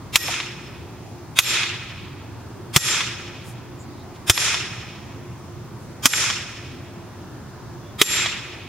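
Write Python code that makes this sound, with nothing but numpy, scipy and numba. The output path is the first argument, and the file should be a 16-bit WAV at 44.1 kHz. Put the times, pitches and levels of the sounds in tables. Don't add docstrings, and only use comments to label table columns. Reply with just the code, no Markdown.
import sys
import numpy as np
from scipy import signal
from scipy.fft import rfft, irfft, next_fast_len
from scipy.io import wavfile
from scipy.ndimage import uniform_filter1d
from numba import njit

SR = 44100
rng = np.random.default_rng(int(sys.argv[2]) if len(sys.argv) > 2 else 0)


def store_wav(level_fs):
    pcm = np.round(np.clip(np.atleast_2d(level_fs), -1, 1) * 32767)
    wavfile.write(sys.argv[1], SR, pcm.T.astype(np.int16))


def natural_amplitude(level_db):
    exponent = np.asarray(level_db, float) / 20
    return 10 ** exponent


N = 382787


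def unit(x):
    return x / np.sqrt(np.mean(x ** 2))


def band(count, hz, width):
    f = np.arange(count // 2 + 1) * SR / count + 1e-3
    resonance = 1 / (1 + ((f - hz ** 2 / f) / width) ** 2)
    return unit(irfft(rfft(rng.standard_normal(count)) * resonance, count))


def fade(t, t60):
    return natural_amplitude(-60 * t / t60)


def tone(hz, width, t):
    return np.exp(-np.pi * width * t) * np.sin(2 * np.pi * hz * t)


def walk(rate, count):
    k = int(SR / rate)
    steps = np.repeat(rng.standard_normal(count // k + 1), k)
    return unit(uniform_filter1d(steps, k)[:count])


def add(out, x, s):
    i = int(s * SR)
    out[..., i:i + x.shape[-1]] += x[..., :N - i]


def crack(blow_db, bright_db, glance_db, t):
    # pitch in Hz, width in
    # Hz, time to die away in seconds
    post_parts = [(2570, 730, 0.024), (3363, 970, 0.028),
                  (1370, 1520, 0.041), (6170, 3600, 0.046), (11620, 3700, 0.049)]
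    # level above the lower body in dB,
    # share of brightness (dB per dB), share of glance (dB per dB)
    part_mix = [(1.15, 0.14, 0.088), (-7., 0.63, -0.2), (-3, 0.6, -0.069), (-8, 0.35, 0.13)]
    part_db = [0] + list(np.array(part_mix) @ [1, bright_db, glance_db])
    near, spread = np.zeros((2, len(t))), np.zeros(len(t))
    for (hz, width, t60), db in zip(post_parts, part_db):
        mid = band(len(t), hz, width)
        side = natural_amplitude(-11.5) * band(len(t), hz, width)
        rattle = natural_amplitude(blow_db + db) * fade(t, t60) * np.array([mid, side])
        snap = tone(hz, width, t)
        near += rattle
        near[0] += natural_amplitude(blow_db + db + 2) * snap
        spread += unit(snap) * np.sqrt(np.mean(rattle ** 2) * 2)
    return near, spread


def thud(blow_db, glance_db, thud_db, t):
    hz = 135 * 2 ** (0.18 * glance_db)
    turf = natural_amplitude(-9) * np.sin(2 * np.pi * 356 * t)
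    return natural_amplitude(blow_db + thud_db) * fade(t, 0.039) * (np.sin(2 * np.pi * hz * t) + turf)


def ringing(blow_db, bright_db, glance_db, thud_db, t):
    mode_hz = [1891, 5294, 7357, 10067, 11343, 12623]
    mode_t60 = [.6, 1.1, .5, .4, .42, .34]
    mode_hold = [1.3, 1.3, 2.2, 1.2, 1.2, 1.2]
    # beat in Hz, strength of the partner tone 0-1, share sent to the yard in dB
    mode_pair = [(6., .4, 4.), (29., .9, 5.), (9., .15, -16.), (45., .9, 8.), (12., .3, -8.),
                 (5., .2, -12.)]
    # level in dB, then its shares of brightness, glance and drive (dB per dB)
    mode_mix = [(-44., .3, -.2, .05), (-45.5, .45, -.5, .05), (-41., .05, 1.1, .05), (-49., .95, -.2, .05),
                (-43., .7, .55, .05), (-54., .05, .1, -.9)]
    mode_db = np.array(mode_mix) @ [1, bright_db, glance_db, thud_db]
    near, spread = np.zeros(len(t)), np.zeros(len(t))
    for hz, t60, hold, (beat_hz, share, yard_db), db in zip(mode_hz, mode_t60, mode_hold, mode_pair, mode_db):
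        phase, partner_phase = 2 * np.pi * rng.random(2)
        partner_hz = hz + beat_hz * (1 + 0.8 * rng.random())
        pair = np.sin(2 * np.pi * hz * t + phase)
        pair += share * np.sin(2 * np.pi * partner_hz * t + partner_phase)
        wobble_db = 3.5 * walk(45, len(t))
        ring = natural_amplitude(blow_db + db + wobble_db) * fade((t / t60) ** hold, 1) * pair
        near += ring
        spread += natural_amplitude(yard_db) * ring
    return near, spread


def post(blow_db, t):
    # pitch in Hz, width in Hz, level in dB
    tube_tones = [(2524, 33, -28), (3340, 68, -31.5), (1345, 140, -26)]
    return sum(natural_amplitude(blow_db + db) * unit(tone(hz, width, t)) for hz, width, db in tube_tones)


def blows():
    # start in seconds, strength in dB, brightness in dB,
    # glance that rings the head in dB, drive into the soil in dB
    strikes = [
        (.157, 8, -3, -7.5, -23),
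        (1.388, 12.5, -5.5, -1.5, -18.),
        (2.762, 12.5, 3, 0.5, 0.5),
        (4.2974, 11.5, 5.5, -2.5, 0.5),
        (6.056, 10, 9, 5.5, -7.5),
        (8.015, 11.5, 0, 9, -6.5),
    ]
    near, soil, spread = np.zeros((2, N)), np.zeros(N), np.zeros(N)
    t = np.arange(32768) / SR
    short = t[:4096]
    for s, blow_db, bright_db, glance_db, thud_db in strikes:
        crack_near, crack_spread = crack(blow_db, bright_db, glance_db, short)
        ring_near, ring_spread = ringing(blow_db, bright_db, glance_db, thud_db, t)
        add(near, crack_near, s)
        add(near[0], ring_near, s)
        add(soil, thud(blow_db, glance_db, thud_db, short), s)
        add(spread, crack_spread + post(blow_db, short), s)
        add(spread, ring_spread, s)
    return near, soil, spread


def yard():
    # pitch in Hz, level in dB, time to die away in seconds, left-right likeness 0-1
    echo_bands = [(450, -14, 0.78, 0.9), (880, -17, 0.92, 0.97), (1673, -5.5, 1.46, 0.84),
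                  (2530, -3.5, 1.45, 0.72), (4620, 5, 1.18, 0.12), (6000, 12, 0.82, 0), (10600, 19, 0.5, 0)]
    count = 65536
    t, out = np.arange(count) / SR, np.zeros((2, count))
    for hz, db, t60, like in echo_bands:
        like = np.clip(like, 0, 1)
        mid = np.sqrt(1 + like) * band(count, hz, 0.74 * hz)
        side = np.sqrt(1 - like) * band(count, hz, 0.59 * hz)
        clumps_db = 1.5 * walk(69.84, count)
        out += natural_amplitude(db + clumps_db) * fade(t, t60) * np.array([mid + side, mid - side])
    behind_s, woods_end_s = 0.45, 0.8
    swell_db = np.interp(t, [0.029, 0.18, behind_s], [-22, -8, -12])
    swell_db += 10.5 * np.clip(t - behind_s, 0, woods_end_s - behind_s)
    started = t > 0.02
    return out * started * natural_amplitude(-21 + swell_db) / np.sqrt(SR / 10)


def walls(blow):
    wall_delay = [.125, .184, .245, .251]
    wall_level = [-34., -32., -30., -34.]
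    dull = signal.sosfilt(signal.butter(2, 4500, fs=SR, output="sos"), blow)
    out = np.zeros_like(blow)
    for delay, db in zip(wall_delay, wall_level):
        add(out, natural_amplitude(db) * dull, delay)
    return out


def small():
    # start in seconds, level in dB, pitch in Hz, width in Hz, time to die away in seconds
    taps = [
        (4.376, -5, 1800, 2900, 0.025),
        (6.134, -9, 2000, 2600, 0.04),
        (.283, -21, 820, 490, 0.059),
        (8.258, -27, 750, 420, 0.036),
        (1.005, -31.5, 190, 170, 0.049),
        (2.8, -44, 11000, 6200, .014),
        (3.249, -54, 11000, 14000, 0.0096),
    ]
    # middle in seconds, half length in seconds, pitch in Hz, width in Hz, level in dB
    puffs = [
        (3.486, 0.076, 8060, 9000, -48),
        (3.814, 0.049, 7200, 1000, -50),
        (4.003, .07, 3880, 700, -58),
        (7.868, 0.087, 3440, 64, -56),
        (4.16, 0.031, 3000, 3970, -51.5),
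        (5.827, 0.095, 8000, 8000, -60),
        (7.132, .04, 1920, 60, -52),
    ]
    out, t = np.zeros(N), np.arange(4096) / SR
    for s, db, hz, width, t60 in taps:
        rise = np.minimum(t / 0.0015, 1)
        add(out, natural_amplitude(db) * fade(t, t60) * rise * band(4096, hz, width), s)
    for s, length, hz, width, db in puffs:
        count = int(length * SR) * 2
        add(out, natural_amplitude(db) * np.hanning(count) ** 1.1 * band(count, hz, width), s - length)
    return out


def air():
    # pitch in Hz, level in dB per Hz
    air_colour = np.array([(30, -14), (100, -8.5), (370, -11.5), (483, -19), (1000, -19.5), (3000, -35),
                           (5000, -36.5), (15900, -50.5)])
    # pitch in Hz, side minus mid in dB
    air_width = np.array([(30, -33.5), (125, -17.5), (300, -9), (2000, -7.5), (6000, 2.5), (14000, -1)])
    # pitch in Hz, width in Hz, level in dB
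    machine = [(108, 60, -41), (123.2, 20, -49), (351.2, 9.8, -49.5)]
    size = next_fast_len(N)
    logf = np.log(np.arange(size // 2 + 1) * SR / size + 1)
    colour = natural_amplitude(np.interp(logf, np.log(air_colour[:, 0]), air_colour[:, 1]))
    wide = natural_amplitude(np.interp(logf, np.log(air_width[:, 0]), air_width[:, 1]))
    noise = rfft(rng.standard_normal((2, size))) * colour * np.array([np.ones_like(wide), wide])
    out, edges = np.zeros((2, N)), np.log(20 * 2 ** np.arange(0, 10.6, 0.5))
    for lo, hi in zip(edges, edges[1:]):
        part = irfft(noise * ((logf >= lo) & (logf < hi)), size)[:, :N]
        flicker_db = 1.4 - 0.8 * (lo - edges[0]) / (edges[-1] - edges[0])
        out += part * natural_amplitude(flicker_db * walk(6, N))
    out = unit(out) * natural_amplitude(-42.5 + 0.5 * walk(1.285, N))
    for hz, width, db in machine:
        mid = band(size, hz, width)[:N]
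        side = 0.24 * band(size, hz, width)[:N]
        out += natural_amplitude(db + 1.1 * walk(7.8, N)) * np.array([mid, side])
    hiss = np.array([band(size, 15000, 3180)[:N] for _ in range(2)])
    out += natural_amplitude(-68) * hiss
    return np.array([out[0] + out[1], out[0] - out[1]])


def scene():
    (mid, side), soil, spread = blows()
    near = np.array([mid + side, mid - side])
    echo = signal.fftconvolve(spread[None], yard(), axes=1)[:, :N] + walls(near)
    dull = signal.sosfiltfilt(signal.butter(6, 11500, fs=SR, output="sos"), echo)
    echo = dull + natural_amplitude(-15) * (echo - dull)
    return (near + soil + echo + small() + air()) * natural_amplitude(np.array([[-0.2], [0.2]]))


@njit
def follow(x, attack, release):
    e, y = 1e-4, np.empty(len(x))
    for i in range(len(x)):
        e += (x[i] - e) * (attack if x[i] > e else release)
        y[i] = e
    return y


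def smear(x):
    half = int(0.035 * SR)
    peaks = uniform_filter1d(np.abs(x).max(axis=0), 200)
    loud = np.clip(peaks / natural_amplitude(-7.5), 0, 1) ** 3
    blur = rng.standard_normal((3, 2 * half + 1)) * np.hanning(2 * half + 1)
    blur = (blur[0] + 0.51 * blur[1:]) / np.sqrt(half)
    treble = signal.sosfilt(signal.butter(2, 600, "high", fs=SR, output="sos"), x * loud)
    haze = signal.fftconvolve(treble, blur, mode="same", axes=1)
    return x + natural_amplitude(-10.5) * np.roll(haze, -int(0.0046 * SR), axis=1)


def seams(x):
    # pitch in Hz, width in Hz, depth 0-1
    dips = [(8000, 250, .65), (12050, 900, .75)]
    for hz, width, depth in dips:
        notched = signal.filtfilt(*signal.iirnotch(hz, hz / width, fs=SR), x)
        x = x + depth * (notched - x)
    return x


def low_pass(x):
    return signal.sosfilt(signal.butter(12, 16030, fs=SR, output="sos"), x)


def record(dry):
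    attack_s, release_s, ceiling_db, ratio = 0.0035, 0.021, -16.5, 2.42
    level = follow(np.abs(dry).max(axis=0), 1 / (attack_s * SR), 1 / (release_s * SR))
    gain = np.minimum(natural_amplitude(ceiling_db) / level, 1) ** (1 - 1 / ratio)
    flattened = np.clip(dry * gain, -0.88, 0.88)
    bass_cut = signal.sosfilt(signal.butter(2, 50, "high", fs=SR, output="sos"), flattened)
    treble_limit = signal.ellip(8, 0.2, 40, 15850, fs=SR, output="sos")
    mix = signal.sosfiltfilt(treble_limit, seams(smear(bass_cut)))
    return low_pass(mix)


dry = scene()
out = record(dry)
store_wav(out)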